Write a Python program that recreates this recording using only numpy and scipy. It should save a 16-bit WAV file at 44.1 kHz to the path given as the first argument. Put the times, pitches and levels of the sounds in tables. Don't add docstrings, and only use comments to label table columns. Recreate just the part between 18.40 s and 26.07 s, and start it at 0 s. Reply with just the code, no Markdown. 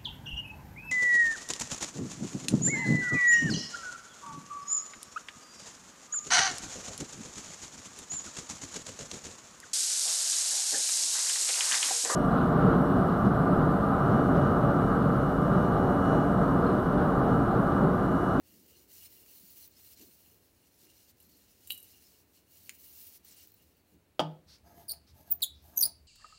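import sys
import numpy as np
from scipy import signal
from scipy.fft import rfft, irfft, next_fast_len
from scipy.io import wavfile

SR = 44100
rng = np.random.default_rng(int(sys.argv[2]) if len(sys.argv) > 2 else 0)


def generate_wav(sig):
    pcm = np.round(np.clip(np.atleast_2d(sig).T, -1, 1) * 32767).astype(np.int16)
    wavfile.write(sys.argv[1], SR, pcm)


N = 338247
TIME = np.arange(N) / SR

# [start t/s, length t/s, friction level/dB, fine hiss level/dB,
# swell from start to end level/dB]
GLOVE_SLIDES = [(0.052, 0.39, -69, -64.5, 5.5), (0.519, 0.064, -61.5, -55.5, 4),
                (0.62, 0.039, -60, -52.5, 4), (0.706, 0.55, -64.5, -57, 2.5), (1.315, 0.086, -69.5, -70, 8),
                (1.397, 0.13, -64.5, -58.5, 7), (1.597, .025, -58.5, -63, 0),
                (1.658, 0.39, -72.5, -65.5, -10.5), (2.03, .33, -79, -79, 7),
                (2.405, 0.057, -66.5, -66, -1), (2.506, .2, -68, -67.5, -1.5),
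                (2.793, 0.43, -70.5, -69, 2.5), (3.24, 0.58, -68, -65.5, -3.5),
                (3.96, 0.034, -70.5, -72, -1), (4.118, 0.16, -67.5, -61, 1.5),
                (4.32, 0.362, -64.5, -55.5, 9), (4.729, 0.028, -59, -54, 3), (4.876, 0.17, -61.5, -62, 0),
                (5.072, 0.24, -76, -72, -5), (5.46, 0.079, -82, -76, 7)]
# [f/Hz, level/dB per Hz]
FRICTION_COLOUR = [(700, -9.5), (1400, -10.5), (2200, -4), (3400, -3), (5500, 2), (8000, -0.5), (11000, -7),
                   (16000, -17.5)]
# [f/Hz, level/dB per Hz]
FINE_HISS_COLOUR = [(5000, -52), (9000, -13), (11500, -9.5), (13000, -8.5), (15000, 0), (16000, -4)]
# [f/Hz, width f/Hz, level/dB]
HELD_SHELL_RESONANCES = [(2810, 78, 0), (2845, 113, 4.5), (3960, 110, -5.5), (4155, 85, 1.5),
                         (4513, 85, 1.5), (5230, 120, -2), (5950, 150, -1.5), (6870, 73, -1.5),
                         (7720, 52, 0.5), (9200, 25, 1), (8860, 79, 0.5), (10000, 70, -0.5), (10600, 54, 3),
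                         (12200, 110, 4), (13050, 120, 3.5)]
# [t/s, length t/s, level/dB, pitch f/Hz]
HANDLING_BUMPS = [(0.19, 0.21, -67, 220), (0.364, 0.22, -71, 403), (0.816, 0.28, -75.5, 398),
                  (1.025, 0.067, -65.5, 213), (1.622, 0.058, -59, 314), (1.683, 0.031, -67, 290),
                  (1.947, 0.083, -74, 404), (2.456, 0.057, -69, 290), (2.92, 0.15, -69.5, 230),
                  (3.326, 0.064, -68.5, 261), (3.692, 0.022, -72, 280), (4.298, 0.08, -69, 260),
                  (5.557, 0.063, -62.5, 212), (5.687, 0.029, -73.5, 180)]
# [f/Hz, level/dB per Hz]
BUMP_COLOUR = [(110, -16.5), (170, 1), (230, -3.5), (320, -1), (450, -5), (700, -16.5), (1500, -26.5)]
# [t/s, level/dB]
BALL_TICKS = [(1.1036, -42), (1.277, -38), (1.3099, -48), (1.5733, -45), (1.597, -43), (2.1306, -58),
              (2.2164, -57), (2.7821, -56), (4.848, -37), (4.9453, -45), (4.98, -44), (5.006, -42.5),
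              (5.033, -40), (5.0726, -41), (5.119, -44), (5.1407, -44), (5.3687, -54)]
# [f/Hz, level/dB per Hz]
TICK_NOISE_COLOUR = [(1500, -21), (6000, -22), (10000, -19), (13000, -2), (15300, 11)]
# [t/s, level/dB]
RUBBER_SNAPS = [(0.661, -47), (0.862, -50), (2.47, -53), (4.2942, -26.5), (6.184, -58), (6.536, -45.5),
                (7.007, -46.5), (7.445, -47.5), (7.477, -49)]
# [f/Hz, level/dB, time to fade by 60 dB t/s]
SNAP_RING = [(2400, 0, 0.0028), (4200, -7, .002), (7000, -2, 0.004), (8900, -3, .003), (13800, 0.5, .001)]
# [f/Hz, level/dB per Hz]
SNAP_NOISE_COLOUR = [(400, -23.5), (1200, -17), (2500, 2), (4000, -1.5), (7000, -4), (11000, -7.5),
                     (16000, -22)]
# [t/s, level/dB, extra for the low shell tones level/dB]
RATTLE_BLOWS = [(2.802, -18.5, -12), (2.826, -24, -20), (3.273, -8, -15.5), (3.295, -14, -26),
                (3.3012, -6, -5), (3.3051, 1.5, 4), (3.32, 3.5, -12), (3.3452, -7.5, -18),
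                (3.377, -8.5, -23), (3.402, -16, -37), (3.428, -12, -39), (3.443, -21, -27)]
# [f/Hz, level/dB, time to fade by 60 dB t/s]
SHELL_RING = [(2820, -67, 0.067), (2900, -35, 0.1), (3000, -50, 0.061), (3062, -52, 0.13),
              (3891, -43, 0.11), (4340, -60, 0.045), (7580, -48.5, 0.049), (8600, -45, 0.035),
              (9140, -56, 0.042), (9469, -55, 0.088), (10450, -59, 0.062), (11500, -42, 0.053),
              (11900, -54, 0.059), (12660, -46, 0.065), (13220, -46, 0.081), (13400, -47, 0.1),
              (14190, -48, .07), (15300, -47, .05)]
# [f/Hz, level/dB per Hz]
SHELL_CRACK_COLOUR = [(5500, -30), (7200, -9.5), (8000, -4), (10000, 14), (12000, 4), (16000, 11.5)]
# [f/Hz, level/dB per Hz]
SHELL_CLACK_COLOUR = [(400, -34), (1500, -28), (2400, -19), (3000, 7), (3500, -3), (4000, 4), (5200, -32),
                      (9000, -29)]
# [t/s, level/dB, metal chink level/dB]
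STOVE_KNOCKS = [(5.7944, -0.5, -53.5), (5.8, -14.5, -40)]
# [f/Hz, level/dB, time to fade by 60 dB t/s]
STOVE_RING = [(185, -42, 0.25), (256, -45, 0.25), (300.7, -35, 0.32), (365.6, -42, .18), (442, -40, 0.17),
              (520, -38, .12), (575, -32, 0.19), (627.5, -37, 0.19), (657, -32, 0.14), (732, -30, 0.14),
              (803, -33.5, 0.079), (851, -27, 0.15), (906, -31, 0.12), (1223, -32, 0.083),
              (1440, -42, 0.12), (2760, -41.5, 0.089), (3070, -44.5, 0.076), (3050, -47.5, .08),
              (3390, -42.5, 0.087)]
# [f/Hz, level/dB, time to fade by 60 dB t/s]
KNOCK_RING = [(604, -14.5, 0.021), (843, -25, 0.12), (1125, -23.5, 0.0067), (3240, -19.5, 0.0134),
              (4730, -30.5, 0.017)]
# [f/Hz, level/dB per Hz]
THUD_COLOUR = [(110, -6.5), (240, 3.5), (470, -6), (690, 5.5), (930, -5), (1400, -10), (1900, -19),
               (2450, -25), (2750, -14), (3250, -8), (4000, -30.5), (4650, -22.5), (5500, -21.5),
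               (6200, -35), (12000, -46)]
# [start t/s, length t/s, thread grinding level/dB, glove drag level/dB]
FITTING_PUSHES = [(6.27, .05, -63.5, -69), (6.371, 0.049, -62.5, -62.5), (6.483, 0.065, -67, -69),
                  (6.767, 0.044, -67.5, -65), (6.877, 0.051, -65, -63), (7.012, 0.027, -65.5, -64.5),
                  (7.246, .05, -68.5, -63.5), (7.346, 0.047, -64.5, -64), (7.45, 0.022, -59, -60)]
# [f/Hz, width f/Hz, level/dB]
GRIND_RESONANCES = [(159, 13, 1.5), (312, 124, -7.5), (612, 27, -2.5), (689.4, 27, 1), (882, 49, -4.5),
                    (1004, 36, -10.5), (1253, 140, -16.5), (1648, 50, -11.5), (2120, 450, -25),
                    (4900, 260, -23), (6400, 200, -19.5), (10100, 95, -28)]
# [f/Hz, level/dB per Hz]
GLOVE_DRAG_COLOUR = [(1500, -25), (3000, -7), (5000, -5.5), (8500, -8), (11000, -2.5), (13500, 4),
                     (16000, -4.5)]
# [t/s, length t/s, level/dB]
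HAND_LEANS = [(6.735, 0.093, -59), (7.28, 0.079, -59.5), (7.46, 0.0694, -51.5)]
# [f/Hz, level/dB per Hz]
RUMBLE_COLOUR = [(35, -34), (58, -10.5), (71, 5.5), (90, -10), (130, -15), (250, -21.5), (500, -46)]
# [t/s, length t/s, level/dB]
FINGER_RETURNS = [(6.125, 0.091, -59.5), (6.693, 0.05, -65.5), (7.19, 0.098, -73)]
# [f/Hz, level/dB per Hz]
SWISH_COLOUR = [(1000, -11), (3000, -8.5), (4500, 2), (5500, 1), (7000, -13), (9000, -15.5), (16000, -18)]
# [start t/s, length t/s, starting f/Hz, middle f/Hz, final f/Hz,
# level/dB, loudest at this share of the length]
THREAD_SQUEAKS = [(6.481, 0.019, 5275, 4760, 4320, -35.5, 0.75),
                  (6.496, 0.028, 4280, 4470, 5340, -33.5, 0.94),
                  (6.900, 0.02, 15600, 15400, 15100, -31, .7),
                  (6.913, 0.017, 14800, 14700, 15100, -18, 0.58),
                  (7.019, .022, 5100, 3850, 3440, -28.5, 0.23),
                  (7.034, 0.018, 3550, 3470, 3430, -31.5, .25),
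                  (7.36, 0.014, 7270, 7000, 6500, -40.5, 0.87), (7.373, .01, 6440, 6120, 6330, -17, 0.45),
                  (7.385, .023, 6230, 6760, 6170, -25.5, 0.32),
                  (7.408, 0.012, 5440, 6060, 5840, -16.5, 0.25),
                  (7.422, .027, 5320, 4574, 5370, -21.5, .27), (7.452, .015, 4600, 5054, 5000, -27, 0.28)]
# [f/Hz, level/dB]
FITTING_RESPONSE = [(2200, -43), (3300, 0), (4100, 7.5), (4700, -4), (6200, -10.5), (7300, -6.5),
                    (8300, -3.5), (9200, -4), (10000, 2), (11000, -7.5), (12100, -0.5), (14000, -2),
                    (14900, 0), (15700, 0.5), (17500, -29)]
# [f/Hz, time to fade by 60 dB t/s]
ROOM_FADE = [(150, 0.62), (800, 0.34), (4000, 0.29), (9500, 0.16), (13000, 0.061)]
# [f/Hz, level/dB per Hz]
AIR_COLOUR = [(15, -38), (25, -23), (55, -1.5), (80, 7), (134, -5), (293, -2), (1190, -17.5), (2550, -18),
              (2840, -17.5), (3250, -23), (4250, -19), (4740, -25), (11000, -24.5), (14800, -24.5),
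              (16000, -16)]

SLIDE_ATTACK_S, SLIDE_RELEASE_S = 0.049, 0.03
HOLD_UNTIL_S, HOLD_FRICTION_DB, HOLD_HISS_DB, HOLD_BUMPS_DB = 5.4, -80, -76.5, -79
SINGING_DB = 0
BUMP_SPREAD = 1.25
BOOM_HZ, BOOM_DB, BOOM_RISE_S = 158, -38, .05
KNOCK_LOWEST_HZ = 70
PUSH_ATTACK_S, PUSH_RELEASE_S, PUSH_SWELL_DB = .035, .05, 1.5
RUMBLE_FROM_S, RUMBLE_DB = 6.06, -64
SQUEAK_ARCH = .8
SQUEAK_LOWEST_HZ = 2900
SQUEAK_JITTER_HZ, SQUEAK_RASP_DB = 75, -21
CUTOFF_HZ = 15800


def glove_on_ball():
    held = stroke(0, HOLD_UNTIL_S, 0, SLIDE_ATTACK_S, SLIDE_RELEASE_S)
    friction = from_db(HOLD_FRICTION_DB) * held
    fine = from_db(HOLD_HISS_DB) * held
    for start, length, friction_db, fine_db, swell_db in GLOVE_SLIDES:
        speed = stroke(start, length, swell_db, SLIDE_ATTACK_S, SLIDE_RELEASE_S)
        friction = np.hypot(friction, from_db(friction_db) * speed)
        fine = np.hypot(fine, from_db(fine_db) * speed)
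    singing = from_db(SINGING_DB)
    shell = singing * rubbed(HELD_SHELL_RESONANCES, shift_db=4.0)
    rub = (noise(FRICTION_COLOUR) + shell) / np.sqrt(1 + singing ** 2)
    hiss = from_db(1.5) * (friction * rub + fine * noise(FINE_HISS_COLOUR))
    hiss = hiss * grainy(depth_db=1.6, rate=40) * grainy(depth_db=1.13, rate=900)
    holding = from_db(HOLD_BUMPS_DB) * held * noise(BUMP_COLOUR)
    return hiss + holding + bumps()


def bumps():
    dull = noise(BUMP_COLOUR)
    out = 0
    for s, length, db, hz in HANDLING_BUMPS:
        edges = [hz / BUMP_SPREAD, hz * BUMP_SPREAD]
        band = filtered(dull, 1, edges, "band")
        out = out + swells([(s, length, db)]) * rms_one(band)
    return out


def rubber_snaps():
    snaps = clicks(*np.transpose(RUBBER_SNAPS))
    crack = sum(from_db(db) * struck(snaps, hz, t60) for hz, db, t60 in SNAP_RING)
    peel = burst(snaps, SNAP_NOISE_COLOUR, t60=.05)
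    return crack + from_db(-19) * peel


def ball_ticks():
    return from_db(-2) * burst(clicks(*np.transpose(BALL_TICKS)), TICK_NOISE_COLOUR, t60=.025)


def rattle():
    s, db, low_db = np.transpose(RATTLE_BLOWS)
    out = from_db(-34.5) * burst(clicks(s, db), SHELL_CRACK_COLOUR, t60=0.029)
    out += from_db(-44) * burst(clicks(s, db + low_db), SHELL_CLACK_COLOUR, t60=0.046)
    for hz, mode_db, t60 in SHELL_RING:
        is_low = hz < 6000
        spot_db = (1 if is_low else 3.5) * rng.standard_normal(len(s))
        level_db = db + mode_db + is_low * low_db + spot_db
        out += struck(clicks(s, level_db), hz, t60)
    return out


def knock():
    s, db, chink_db = np.transpose(STOVE_KNOCKS)
    landing = clicks(s[:1], db[:1])
    body = 0
    for k, (hz, mode_db, t60) in enumerate(STOVE_RING + KNOCK_RING):
        body = body + (-1) ** k * from_db(mode_db) * struck(landing, hz, t60)
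    thud = from_db(-22) * burst(clicks(s, db), THUD_COLOUR, t60=0.086)
    chink = burst(clicks(s, chink_db), SNAP_NOISE_COLOUR, t60=0.038)
    age = np.maximum(TIME - s[0], 0)
    rise = age / BOOM_RISE_S
    swing = rise * np.exp((1 - rise ** 2) / 2)
    boom = from_db(BOOM_DB) * swing * np.sin(2 * np.pi * BOOM_HZ * age)
    return filtered(body + thud + boom + chink, 3, KNOCK_LOWEST_HZ, "high")


def thread():
    grind, drag = 0, 0
    for start, length, grind_db, drag_db in FITTING_PUSHES:
        effort = stroke(start, length, PUSH_SWELL_DB, PUSH_ATTACK_S, PUSH_RELEASE_S)
        grind = grind + from_db(grind_db) * effort
        drag = drag + from_db(drag_db) * effort
    grinding = from_db(2.5) * grind * rubbed(GRIND_RESONANCES, shift_db=2.0) * grainy(depth_db=2.0, rate=300)
    hiss = drag * noise(GLOVE_DRAG_COLOUR) * grainy(depth_db=2.0, rate=1400)
    steady = from_db(RUMBLE_DB) * stroke(RUMBLE_FROM_S, N / SR, 0, PUSH_ATTACK_S, PUSH_RELEASE_S)
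    rumble = np.hypot(steady, swells(HAND_LEANS)) * noise(RUMBLE_COLOUR)
    swish = swells(FINGER_RETURNS) * noise(SWISH_COLOUR)
    return grinding + hiss + rumble + swish


def squeaks(flutter=0.63):
    out = np.zeros(N)
    waver = SQUEAK_JITTER_HZ * drift(1300)
    grip = 1 + flutter * np.tanh(drift(800))
    rasp = 1 + from_db(SQUEAK_RASP_DB) * drift(3500)
    for start, length, first_hz, middle_hz, last_hz, db, loudest in THREAD_SQUEAKS:
        on = (TIME > start) & (TIME < start + length)
        share = (TIME[on] - start) / length
        outer_hz = np.where(share < .5, first_hz, last_hz)
        hz = middle_hz + (outer_hz - middle_hz) * (2 * share - 1) ** 2 + waver[on]
        phase = 2 * np.pi * np.cumsum(hz) / SR
        tone = 0
        for k in range(1, 5):
            audible = k * hz < SR / 2
            tone = tone + from_db(at_hz(FITTING_RESPONSE, k * hz)) * audible * np.sin(k * phase)
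        peak = np.clip(loudest, .05, .95)
        arch = np.sin(np.interp(share, [0, peak, 1], [0, np.pi / 2, np.pi])) ** SQUEAK_ARCH
        out[on] += from_db(db) * arch * grip[on] * rasp[on] * tone
    return filtered(out, 4, SQUEAK_LOWEST_HZ, "high")


def workshop(x, near_db=-12, near_t60=0.11, tail_db=-17):
    t = TIME[:SR // 2]
    edges = np.geomspace(60, 18000, 10)
    tail = 0
    for low, high in zip(edges, edges[1:]):
        band = filtered(rng.standard_normal(len(t)), 2, [low, high], "band")
        tail = tail + band * np.exp(-np.log(1000) * t / at_hz(ROOM_FADE, np.sqrt(low * high)))
    tail = tail * (t > .006)
    near = filtered(rng.standard_normal(len(t)), 2, 1200, "high")
    near = near * np.exp(-np.log(1000) * t / near_t60) * (t > .0015)
    echo = from_db(near_db) * near / np.linalg.norm(near) + from_db(tail_db) * tail / np.linalg.norm(tail)
    return signal.fftconvolve(x, echo)[:N]


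def quiet_air():
    return from_db(-68) * noise(AIR_COLOUR)


def rubbed(resonances, shift_db):
    drive, out = rng.standard_normal(N), 0
    for k, (hz, width, db) in enumerate(resonances):
        r = np.exp(-np.pi * width / SR)
        top = (1 - r * r) / 2 * from_db(db) * (-1) ** k
        feedback = [1, -2 * r * np.cos(2 * np.pi * hz / SR), r * r]
        out = out + signal.lfilter([top, 0, -top], feedback, drive * grainy(shift_db, rate=35))
    return rms_one(out)


def struck(hits, hz, t60):
    edges = np.clip([hz / np.sqrt(2), hz * np.sqrt(2)], 10, .48 * SR)
    return filtered(ring(hits, hz, t60), 1, edges, "band")


def ring(hits, hz, t60):
    r = from_db(-60 / (t60 * SR))
    w = 2 * np.pi * hz / SR
    return signal.lfilter([1, -r * np.cos(w)], [1, -2 * r * np.cos(w), r * r], hits + 1e-18)


def burst(hits, spectrum, t60):
    fade = signal.lfilter([1], [1, -from_db(-60 / (t60 * SR))], hits + 1e-18)
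    return fade * noise(spectrum)


def clicks(times, level_db):
    out = np.zeros(N)
    out[np.round(np.asarray(times) * SR).astype(int)] = from_db(level_db)
    return out


def stroke(start, length, swell_db, attack_s, release_s):
    end = start + length
    moments = [start - attack_s, start, end, end + release_s]
    return np.interp(TIME, moments, [0, from_db(-swell_db / 2), from_db(swell_db / 2), 0])


def swells(rows):
    offset = np.linspace(-1, 1, 41)
    shape = np.exp(-(2 * offset) ** 4)
    return sum(np.interp(TIME, s + length * offset, from_db(db) * shape) for s, length, db in rows)


def noise(spectrum):
    size = next_fast_len(N)
    hz = np.arange(size // 2 + 1) * SR / size
    shape = from_db(at_hz(spectrum, hz)) * np.minimum(hz / spectrum[0][0], 1) ** 2
    return rms_one(irfft(rfft(rng.standard_normal(size)) * shape, size)[:N])


def grainy(depth_db, rate):
    return rms_one(from_db(depth_db * drift(rate)))


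def drift(rate):
    steps = rng.standard_normal(N // 8)
    return rms_one(np.interp(TIME * rate, np.arange(len(steps)), steps))


def filtered(x, order, edges, kind):
    return signal.sosfilt(signal.butter(order, edges, kind, fs=SR, output="sos"), x)


def at_hz(points, hz):
    f, value = np.transpose(points)
    return np.interp(np.log(np.maximum(hz, 1)), np.log(f), value)


def rms_one(x):
    return x / np.sqrt(np.mean(x ** 2) + 1e-20)


def from_db(db):
    return np.exp(np.asarray(db) * (np.log(10) / 20))


def scene():
    ball = glove_on_ball() + rubber_snaps() + ball_ticks() + rattle()
    close = ball + knock() + thread() + squeaks()
    return (close + workshop(close) + quiet_air())[None]


def record(dry):
    return signal.sosfilt(signal.ellip(12, .1, 80, CUTOFF_HZ, fs=SR, output="sos"), dry)


dry = scene()
out = record(dry)
generate_wav(out)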